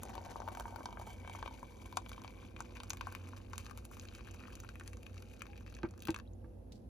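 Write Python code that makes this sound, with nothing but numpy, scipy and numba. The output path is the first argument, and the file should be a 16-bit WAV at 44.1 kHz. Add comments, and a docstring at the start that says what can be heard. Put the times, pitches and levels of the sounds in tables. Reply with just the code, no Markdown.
"""Hot water pours from a kettle into a ceramic mug on a wooden table, close to a phone with two microphone ports.
From the start, bubbles caught by the stream plop, tick and spit as decaying sines over a random patter.
Resonators for the air above the water ring with them, mostly higher and looser as the mug fills.
Near the end something knocks dully on wood (pushed decaying modes), the stream breaks into drops,
and a brief hiss (band noise) dies away. A quiet kitchen rumble and faint air (coloured noise) run throughout."""
import sys
import numpy as np
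from scipy import signal
from scipy.fft import rfft, irfft, next_fast_len
from scipy.io import wavfile
from numba import njit

SR = 44100
rng = np.random.default_rng(int(sys.argv[2]) if len(sys.argv) > 2 else 0)


def master_out(mix):
    """Clip the mix to full scale and print it as 16-bit PCM to the path in sys.argv[1]."""
    frames = np.transpose(np.atleast_2d(mix))
    ceiling = np.clip(frames, -1, 1)
    pcm = np.round(ceiling * 32767).astype(np.int16)
    wavfile.write(sys.argv[1], SR, pcm)


N = 303840


def undb(db):
    """Amplitude ratio of a level in dB."""
    return 10 ** (np.asarray(db) / 20)


def level(x, db):
    """Scale x to an RMS level in dB."""
    return x * undb(db) / np.sqrt(np.mean(x ** 2))


def steady(value):
    """Constant control signal."""
    return np.full(N, float(value))


def over_time(table):
    """Interpolate each column over the scene."""
    t_s, *columns = np.transpose(table)
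    return [np.interp(np.arange(N) / SR, t_s, column) for column in columns]


def over_pitch(table, size):
    """Interpolate a spectrum on log frequency for an FFT of this size."""
    hz, value = np.transpose(table)
    bins_hz = np.arange(size // 2 + 1) * SR / size
    return np.interp(np.log(bins_hz + 1), np.log(hz + 1), value)


def drift(rate_hz, count=1):
    """Random motion below rate_hz, RMS 1."""
    lowpass = signal.butter(2, rate_hz, fs=SR, output="sos")
    return level(signal.sosfilt(lowpass, rng.standard_normal((count, N))), 0)


@njit
def svf(x, hz, width_hz):
    """State-variable band-pass with moving centre and width, gain 1 at the centre."""
    y, band, low = np.empty(len(x)), 0., 0.
    for i in range(len(x)):
        g, damping = np.tan(np.pi * hz[i] / SR), width_hz[i] / hz[i]
        v = (band + g * (x[i] + 1e-18 - low)) / (1 + g * (g + damping))
        band, low, y[i] = 2 * v - band, low + 2 * g * v, damping * v
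    return y


@njit
def grains(length, start, hz, cycles, size, glide):
    """Sines swell over half a cycle, decay by 1/e per `cycles` and slide up as the bubble nears the surface."""
    y = np.zeros(length)
    for k in range(len(start)):
        step, phase, gain = 2 * np.pi * hz[k] / SR, 0., size[k]
        fade = np.exp(-hz[k] / SR / cycles[k])
        rise_ratio = 1 + glide * hz[k] / SR / cycles[k]
        stop = min(length, start[k] + int(6 * cycles[k] * SR / hz[k]))
        for i in range(start[k], stop):
            y[i] += gain * np.sin(phase) * min(phase / np.pi, 1.)
            phase += step
            step = min(step * rise_ratio, 2.8)
            gain *= fade
    return y


def bubbles(t_s, hz, octaves, cycles, db, chance):
    """One bubble grain per time, with scattered pitch and decay and random polarity."""
    pitch_hz = np.clip(hz * 2 ** (octaves * chance[:, 0]), 200, .42 * SR)
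    decay_cycles = cycles * np.exp(0.13 * chance[:, 1])
    size = undb(db) * np.sign(chance[:, 2])
    return grains(N, (t_s * SR).astype(np.int64), pitch_hz, decay_cycles, size, 0.089)


# clearest pops: t/s, plop level/dB, tick level/dB, spit level/dB; before part gain
CLEAR_POPS = [(0.033, -35.5, -39, -41), (0.053, -42, -69, -55), (0.085, -44, -65, -83),
              (0.153, -33, -39, -52), (0.179, -28.5, -38.5, -78), (0.261, -37, -42.5, -81),
              (0.287, -43, -57, -80), (0.358, -30.5, -77, -76), (0.402, -33.5, -44, -63),
              (0.419, -33, -55, -69), (0.477, -27.5, -43.5, -62), (0.486, -30, -43, -51.5),
              (0.55, -31, -40.5, -52), (0.572, -30.5, -42.5, -56), (0.598, -29, -36, -46),
              (0.607, -28.5, -63, -48), (0.655, -28.5, -64, -73), (0.724, -36.5, -69, -79),
              (0.76, -31, -43, -50), (0.786, -36, -68, -79), (0.806, -30.5, -75.5, -75),
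              (0.857, -30, -31.5, -50.5), (0.888, -36, -55, -77), (0.907, -47, -48, -73),
              (0.927, -36.5, -46, -64), (0.972, -31, -64, -83), (0.997, -33.5, -49, -59),
              (1.014, -34, -58, -80), (1.073, -33.5, -69, -84), (1.103, -42, -45, -61),
              (1.248, -36, -56, -74), (1.276, -34, -45, -59), (1.297, -36.5, -42.5, -59),
              (1.35, -32.5, -72, -80), (1.388, -39.5, -69, -81), (1.427, -26, -40, -61),
              (1.46, -30.5, -40, -78), (1.477, -33.5, -42, -58), (1.629, -36.5, -63, -56.5),
              (1.926, -39, -44.5, -56), (1.97, -34, -35, -47), (1.9715, -22.5, -29, -38),
              (2.062, -40.5, -44, -66), (2.093, -54, -42, -50), (2.117, -34.5, -42, -80),
              (2.131, -65, -41.5, -78), (2.162, -54, -51, -70), (2.179, -36.5, -50, -74),
              (2.218, -44, -44, -64), (2.246, -34.5, -43, -80), (2.278, -41, -41, -77),
              (2.427, -44.5, -61, -77), (2.564, -38, -41.5, -63.5), (2.605, -26.5, -38, -49.5),
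              (2.769, -36.5, -42, -74), (2.802, -38, -37, -60), (2.834, -37, -37.5, -49),
              (2.897, -55, -57, -48), (2.904, -32.5, -25, -36.5), (2.933, -32, -42, -45),
              (2.971, -40, -42, -53), (3.01, -28, -33, -52), (3.07, -27, -47, -58),
              (3.124, -36.5, -47, -49.5), (3.15, -32.5, -37, -49), (3.288, -41, -53, -57.5),
              (3.333, -37, -69, -78), (3.533, -28, -38.5, -56), (3.557, -52, -44, -58),
              (3.58, -40, -35, -41.5), (3.645, -62, -51, -74), (3.657, -57, -43, -68),
              (3.665, -35.5, -40.5, -64), (3.697, -42, -53, -63), (3.711, -36.5, -49, -59),
              (3.775, -40, -43, -48.5), (3.852, -45, -48, -49), (3.914, -40.5, -64, -60),
              (3.934, -43, -53, -71), (3.969, -37.5, -46, -57), (3.997, -57, -45, -53),
              (4.012, -60, -45.5, -74), (4.036, -50, -60, -72), (4.052, -42, -44, -60),
              (4.086, -53, -40, -71), (4.114, -49, -54, -71), (4.15, -57, -39, -62), (4.183, -45, -60, -63),
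              (4.192, -41, -61, -76), (4.208, -41, -51, -71), (4.257, -44, -56, -72),
              (4.286, -44, -64, -61), (4.314, -55, -59, -57.5), (4.345, -38.5, -57, -59),
              (4.402, -63, -49, -69), (4.415, -47, -55, -79), (4.437, -34.5, -60, -77),
              (4.454, -37, -64, -84), (4.482, -35, -61, -76), (4.503, -40, -63, -64),
              (4.524, -44, -56, -64), (4.554, -54, -44.5, -52), (4.574, -45, -61, -70),
              (4.601, -42, -57, -49.5), (4.636, -34.5, -63, -65), (4.647, -33.5, -52, -62),
              (4.69, -35, -43, -57), (4.756, -34, -58, -60), (4.798, -36.5, -44, -56),
              (4.81, -31, -52, -76), (4.877, -43, -45, -49), (4.932, -37, -49, -58),
              (5.031, -46, -47.5, -57), (5.065, -37.5, -42, -60), (5.143, -47, -51, -61),
              (5.179, -58, -42.5, -70), (5.223, -41, -47, -57), (5.314, -59, -55, -66),
              (5.408, -45, -45, -74), (5.419, -27, -41, -46), (5.455, -38, -53, -76),
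              (5.467, -39, -48, -64), (5.532, -42, -63, -76), (5.566, -52, -52, -74),
              (5.577, -52, -46, -60), (5.664, -40, -51, -68), (5.678, -39.5, -62, -84),
              (5.741, -65, -45, -68), (5.75, -53, -40.5, -64), (5.767, -37, -56, -66),
              (5.788, -36, -50, -80), (5.832, -25, -40, -68), (5.978, -44, -50, -59),
              (6.004, -60, -51, -62), (6.022, -62, -40, -49), (6.033, -58, -45.5, -57),
              (6.053, -48, -39, -47.5), (6.072, -28, -36, -44), (6.084, -23, -33.5, -55),
              (6.105, -48, -35, -43.5), (6.115, -47, -43, -62), (6.144, -27.5, -33, -48),
              (6.162, -25, -36.5, -56), (6.178, -44, -51, -61), (6.188, -33, -48, -56),
              (6.199, -33.5, -45, -69.5)]
# plop, tick, spit: f/Hz, decay/cycles, pitch scatter/octaves, gain/dB
POP_PARTS = [(920, 0.57, 0.29, 2.5), (3385, 0.74, 0.39, 9), (10000, 1.19, 0.52, 22)]
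# each sounding of a part: nominal delay/s, gain/dB
POP_REPEATS = ((.0002, -2), (.0007, -12.5), (.0018, -7), (.0045, -14))


def pops(rows):
    """A bubble pinches off and its neck snaps within milliseconds: each part sounds four times; plops climb."""
    t_s, *parts_db = np.transpose(rows)
    out = 0
    for db, (hz, cycles, octaves, part_db), climb in zip(parts_db, POP_PARTS, (rise(t_s), 1, 1)):
        for late_s, drop_db in POP_REPEATS:
            chance = np.clip(rng.standard_normal((400, 4))[:len(t_s)], -1.5, 1.5)
            start_s = t_s + late_s * np.exp(.3 * chance[:, 3])
            out = out + bubbles(start_s, hz * climb, octaves, cycles, db + part_db + drop_db, chance)
    return out


FAINT_PER_S, POUR_ENDS_S = 24, 6.2
FAINT_DB, FAINT_SCATTER_DB = (-54, -58.5, -73.5), (7.5, 3, 8)  # plop, tick, spit


def faint_pops():
    """Random rows like CLEAR_POPS, at uneven gaps while the stream runs."""
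    gap, size = rng.gamma(2, .5, 400), rng.standard_normal((400, 3))
    t_s = np.cumsum(gap) / FAINT_PER_S
    parts_db = FAINT_DB + np.clip(size, -3, 1.5) * FAINT_SCATTER_DB
    return np.column_stack([t_s, parts_db])[t_s < POUR_ENDS_S]


# patter flow: t/s, large bubbles level/dB, small bubbles level/dB, spray level/dB
PATTER_FLOW = [(0.0, -60, -60.5, -70.5), (0.9, -60.5, -69.5, -70.5), (1.4, -72.5, -64, -71.5),
               (1.7, -73, -69, -70), (2.7, -72.5, -65.5, -75), (3.5, -70.5, -65, -73.5),
               (3.95, -78, -69, -70.5), (4.3, -70.5, -67, -76.5), (4.46, -63, -65.5, -74),
               (4.6, -71, -68.5, -75), (4.9, -73, -76, -74), (5.7, -73, -67.5, -79), (6.0, -67, -77.5, -64),
               (6.25, -90, -88, -86), (6.88, -95, -95, -90)]
# bubble families: rate/(1/s), f/Hz, pitch scatter/octaves, decay/cycles, size scatter/dB, level/dB before flow
LARGE_BUBBLES = (420, 828, 0.36, 2, 8, -4)
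SMALL_BUBBLES = (600, 3197.5, 0.64, 1.5, 1, -1.5)
SPRAY_BUBBLES = (2700, 8600, 0.084, 0.3, 5.3, 0.85)
# stream drumming on the mug bottom, same columns; negative size scatter: most loud, a few fainter
BOTTOM_DRUMMING = (150, 222, -0.54, 1, -7.5, -2)
LARGEST_DB = 5.5  # size cap above the family's base size


def patter(family, flow_db, surge, climbs=False):
    """Bubbles at random times with exponential size scatter in dB, swelling with the stream's surges."""
    rate_per_s, hz, octaves, cycles, scatter_db, db = family
    chance = rng.random((16000, 2))
    t_s = np.cumsum(-np.log(1 - chance[:, 0])) / rate_per_s
    heard = t_s < PATTER_FLOW[-1][0]
    size_db = np.minimum(-scatter_db * np.log(1 - chance[heard, 1]), LARGEST_DB)
    pitch_hz = hz * rise(t_s[heard]) if climbs else hz
    sound = bubbles(t_s[heard], pitch_hz, octaves, cycles, size_db, rng.standard_normal((16000, 3))[heard])
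    return level(sound * surge, db) * undb(flow_db)


def surges(rate_hz, spread_db):
    """The stream wobbles: sudden random swells sink back exponentially."""
    kicks = (rng.random(N) < rate_hz / SR) * rng.exponential(size=N)
    swell = signal.lfilter([1], [1, -np.exp(-1.5 * rate_hz / SR)], kicks)
    return undb(spread_db * np.minimum(swell, 2.5))


# stream runs smooth, few bubbles form: t/s, half length/s, level/dB
SMOOTH_LULLS = [(1.17, 0.044, -1), (2.54, 0.044, -9.5), (3.432, 0.096, -4), (3.737, 0.032, -7),
                (3.87, 0.057, -5), (5.65, 0.015, -11)]


def lulls():
    """Gain of the random bubbling, dipping in each lull."""
    t = np.arange(N) / SR
    return undb(sum(db * np.exp(-((t - t_s) / half_s) ** 4) for t_s, half_s, db in SMOOTH_LULLS))


# air above the water: t/s, depth mode f/Hz, cross mode f/Hz, widening/ratio, depth ring level/dB,
# cross ring level/dB, middle mode f/Hz, middle ring level/dB
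AIR_COLUMN = [(0, 896, 2300, 0.69, 10.5, -15.5, 1480, 6), (1.1, 940, 2273, 0.85, 11, 5, 1563, 4.5),
              (1.6, 943, 2286, 1.17, 15, 0, 1510, 2), (2.3, 1036, 2360, 1.4, 13, -2, 1540, -1),
              (2.9, 1055, 2420, 3.8, 7.5, -7, 1540, -2.5), (3.7, 1150, 2450, 4.24, 6.5, -9.5, 1590, -2),
              (4.5, 1190, 2550, 4.4, -2.5, -6, 1600, -7.5), (5.4, 1290, 2480, 4, -5, -5.5, 1640, -8),
              (6.2, 1160, 2670, 2.1, -3.5, -6.5, 1660, 0)]
# f/depth mode, width/Hz at widening 1, gain/dB, loss/dB per unit widening above 1
DEPTH_RESONANCES = [(1.0, 87, -2.5, -0.5), (.76, 850, -11, 10.5)]
# f/cross mode, width/Hz at widening 1, gain/dB
CROSS_RESONANCES = [(0.998, 86, 12), (1.35, 282, 0.5)]
# four resonances of the mug wall, then a thin high band near 15 kHz: f/Hz, width/Hz, gain/dB
FIXED_RESONANCES = [(3700, 20, 0.5), (4550, 140, -3), (6160, 110, 4), (6970, 2600, -1), (15100, 370, 12.5)]
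# rim echo cancels: f/cross mode, width/Hz, share removed per unit widening
RIM_DIPS = [(.8, 200, .1), (1.38, 350, .18)]
MIDDLE_WIDTH_HZ = 68  # at widening 1
SLOSH_HZ, SLOSH_SHARE = 6.4, 0.017  # rocking surface detunes the modes
# low ring of the nearly empty mug
EARLY_HZ, EARLY_WIDTH_HZ, EARLY_START_DB, EARLY_LOSS_DB_PER_S = 772, 60, 9, 5


def mug(water):
    """Direct sound plus band-pass resonances: moving air modes along and across the mug, and fixed ones."""
    depth_hz, cross_hz, wide, depth_db, cross_db, middle_hz, middle_db = over_time(AIR_COLUMN)
    rocking = drift(SLOSH_HZ, count=2)
    depth_hz = depth_hz * (1 + SLOSH_SHARE * rocking[0])
    cross_hz = cross_hz * (1 + SLOSH_SHARE * rocking[1] / 2)
    middle_hz = middle_hz * (1 + SLOSH_SHARE * rocking[1])

    depth = 0
    for ratio, width_hz, db, lost_db in DEPTH_RESONANCES:
        gain = undb(db - lost_db * (wide - 1) + depth_db)
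        depth = depth + gain * svf(water, ratio * depth_hz, width_hz * wide)
    cross = 0
    for ratio, width_hz, db in CROSS_RESONANCES:
        cross = cross + undb(db + cross_db) * svf(water, ratio * cross_hz, width_hz * wide)
    fixed = sum(undb(db) * svf(water, steady(hz), steady(width_hz)) for hz, width_hz, db in FIXED_RESONANCES)
    middle = undb(middle_db) * svf(water, middle_hz, MIDDLE_WIDTH_HZ * wide)
    early_db = EARLY_START_DB - EARLY_LOSS_DB_PER_S * np.arange(N) / SR
    early = undb(early_db) * svf(water, steady(EARLY_HZ), steady(EARLY_WIDTH_HZ))

    # small bubbles radiate little below the depth mode
    direct = water - svf(water, 0.087 * depth_hz, 0.14 * depth_hz)
    direct = direct - svf(direct, 0.64 * depth_hz, 0.57 * depth_hz)
    out = undb(-5.0) * direct + depth + cross + middle + early + fixed
    for ratio, width_hz, share in RIM_DIPS:
        out = out - np.clip(share * wide, 0, .9) * svf(out, ratio * cross_hz, steady(width_hz))
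    return out


def rise(t_s):
    """Depth mode frequency at these times relative to its start."""
    table_s, depth_hz = np.transpose(AIR_COLUMN)[:2]
    return np.interp(t_s, table_s, depth_hz) / depth_hz[0]


# lone clear-pitched bubbles: t/s, f/Hz, decay/cycles, level/dB
LONE_BUBBLES = [(5.488, 805, 30, -58), (6.254, 2700, 9, -68), (6.265, 3250, 11, -68),
                (6.276, 3830, 11, -61.5), (6.334, 6650, 11, -59.5)]


def blips():
    """Single bubbles ring on near the surface as long sine grains with little glide."""
    t_s, hz, cycles, db = np.transpose(LONE_BUBBLES)
    return grains(N, (t_s * SR).astype(np.int64), hz, cycles, undb(db), 0.015)


# f/Hz, left minus right level/dB
PORT_BALANCE = [(60, -11.5), (200, -9), (380, 16), (700, 5), (1290, 4.5), (2380, 7), (4400, 7),
                (8120, -1.5), (15000, 0)]
# f/Hz, left lead/rad
PORT_PHASE = [(0, 0), (690, .6), (1460, .45), (2500, 1.45), (4130, .9), (5250, .3), (6460, -1.0),
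              (8200, -3.1), (9400, -4.2), (10600, -5.7), (12000, -6.3), (13500, -7.6), (15200, -9.4),
              (16700, -10.3)]
WANDER_HZ, WANDER_DB = 24.8, 2.5  # left minus right


def ports(x):
    """Two ports hear the mug at different level and phase; the foot of the stream wanders between them."""
    size = next_fast_len(N + 2048)
    sway = undb(WANDER_DB * drift(WANDER_HZ) * np.array([[.5], [-.5]]))
    half = undb(over_pitch(PORT_BALANCE, size) / 2) * np.exp(.5j * over_pitch(PORT_PHASE, size))
    return irfft(rfft(x, size) * np.array([half, 1 / half]), size)[:, :N] * sway


# dull knocks: t/s, level/dB, contact/ms, left minus right level/dB
WOOD_KNOCKS = [(5.834, -40, 0.42, -8), (5.839, -28.5, 1.57, -1), (5.848, -35.5, 0.42, 2),
               (6.086, -37, 0.2, 4), (6.092, -26.5, 0.88, 0.5), (6.107, -38, 1.4, -1),
               (6.443, -52.5, 0.49, -4)]
# f/Hz, gain/dB, t60/s; f and gain scatter per knock
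WOOD_RESONANCES = [(111, -12, 0.07), (210, -11, 0.01), (328, 2.5, 0.056), (480, -4.5, 0.016),
                   (890, 0, 0.018), (1172, -8, 0.052), (1580, -9, 0.046), (2240, -10.5, 0.037)]
CRACK_DB, CRACK_HZ, CRACK_T60_S = -7, 1500, 0.071  # broad noise of a knock


def knocks():
    """Half-sine pushes into the modes of the wood; a softer contact pushes longer and sounds duller."""
    t = np.arange(SR // 4) / SR
    out = np.zeros((2, N + len(t)))
    for t_s, db, contact_ms, pan_db in WOOD_KNOCKS:
        chance = rng.standard_normal((len(WOOD_RESONANCES), 2))
        ring = 0
        for (hz, mode_db, t60_s), (db_chance, hz_chance) in zip(WOOD_RESONANCES, chance):
            tone = np.sin(2 * np.pi * hz * (1 + .008 * hz_chance) * t)
            ring = ring + undb(mode_db + 1.5 * db_chance) * tone * 1000 ** (-t / t60_s)
        crack_hz = np.full(len(t), float(CRACK_HZ))
        crack = level(svf(rng.standard_normal(len(t)), crack_hz, crack_hz), CRACK_DB)
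        ring = ring + crack * undb(-60 * t / CRACK_T60_S)
        push = np.sin(np.pi * np.clip(t[:400] * 1000 / contact_ms, 0, 1))
        blow = np.convolve(ring, push / push.sum())[:len(t)]
        start = int(t_s * SR)
        out[:, start:start + len(t)] += blow * undb(db + np.array([[pan_db], [-pan_db]]) / 2)
    return out[:, :N]


HISS_S, HISS_DB, HISS_T60_S = 6.721, -65, .28  # dB before flicker and decay
HISS_HZ, HISS_WIDTH_HZ = 4300, 2400


def hiss():
    """Sudden soft, sputtering hiss: band noise, independent left and right, flickers and decays."""
    t = np.arange(N) / SR - HISS_S
    noise = [svf(rng.standard_normal(N), steady(HISS_HZ), steady(HISS_WIDTH_HZ)) for _ in range(2)]
    envelope = undb(3 * drift(70) - 60 * np.abs(t) / HISS_T60_S)
    return level(np.array(noise), HISS_DB) * (t > 0) * envelope


ROOM_T60_S, ROOM_DB, ROOM_TOP_HZ = 0.08, -16, 3900  # dB: tail energy


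def room(x):
    """Short dull tail from table and walls: decaying noise, unrelated left and right."""
    t = np.arange(SR // 2) / SR
    tail = rng.standard_normal((2, len(t))) * 1000. ** (-t / ROOM_T60_S) * (t > .003)
    tail = signal.lfilter(*signal.butter(1, ROOM_TOP_HZ, fs=SR), tail)
    tail = undb(ROOM_DB) * tail / np.sqrt(np.sum(tail[0] ** 2))
    return signal.fftconvolve(x, tail, axes=1)[:, :N]


# kitchen rumble: f/Hz, relative density/(dB per Hz)
RUMBLE_COLOUR = [(20, -57), (33, -31), (44, -4.5), (56, 2), (70, -10.5), (82, -9), (93, 4), (105, -14.5),
                 (114, -8), (145, -23), (215, -12), (260, -12.5), (292, -22), (330, -15), (375, -20.5),
                 (402, -22), (437, -26), (490, -16), (600, -29), (800, -72)]
# faint air: f/Hz, relative density/(dB per Hz)
AIR_COLOUR = [(260, -24), (450, -9), (640, -7.5), (820, -10), (1060, -22.5), (2500, -36), (6000, -38.5),
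              (8300, -42.5), (11000, -31.5), (14000, -47), (16500, -71.5)]
# f/Hz, likeness of left and right (0 to 1)
LIKENESS = [(40, 0.98), (80, 0.99), (130, 0.75), (290, 0.8), (640, 0.022), (1400, 0.032), (15000, 0.017)]
# f/Hz, left minus right level/dB
BACKGROUND_BALANCE = [(40, -2.5), (80, -0.5), (200, -3), (700, -2), (2400, 2), (8000, 1)]
RUMBLE_DB, AIR_DB = -50.5, -67.5


def background(colour, db):
    """Steady coloured noise, alike left and right in the bass only, mixed from mid and side."""
    size = next_fast_len(N)
    alike = np.clip(over_pitch(LIKENESS, size), 0, 1)
    noise = rfft(rng.standard_normal((2, size))) * undb(over_pitch(colour, size))
    mid, side = noise * np.sqrt([1 + alike, 1 - alike])
    half = undb(over_pitch(BACKGROUND_BALANCE, size) / 2)
    return level(irfft(np.array([(mid + side) * half, (mid - side) / half]), size)[:, :N], db)


def scene():
    """Pour through mug and ports, knocks, their room tail, hiss and background."""
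    large_db, small_db, spray_db = over_time(PATTER_FLOW)
    surge = surges(60., 3.5)
    water = pops(faint_pops())
    water = water + patter(LARGE_BUBBLES, large_db, surge, climbs=True)
    water = water + patter(SMALL_BUBBLES, small_db, surge)
    water = water + patter(SPRAY_BUBBLES, spray_db, surge ** 1.6)
    in_mug = mug(pops(CLEAR_POPS) + lulls() * water)
    drumming = patter(BOTTOM_DRUMMING, large_db, surge)
    near = ports(in_mug + drumming + blips()) + knocks()
    kitchen = background(RUMBLE_COLOUR, RUMBLE_DB) + background(AIR_COLOUR, AIR_DB)
    return near + room(near) + hiss() + kitchen


LOW_HZ, TOP_HZ = 38.6, 16500


def record(dry):
    """The phone drops the deepest bass and cuts the top."""
    thin = signal.sosfilt(signal.butter(3, LOW_HZ, "high", fs=SR, output="sos"), dry)
    return signal.sosfilt(signal.ellip(8, .2, 70, TOP_HZ, fs=SR, output="sos"), thin)


dry = scene()
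out = record(dry)
master_out(out)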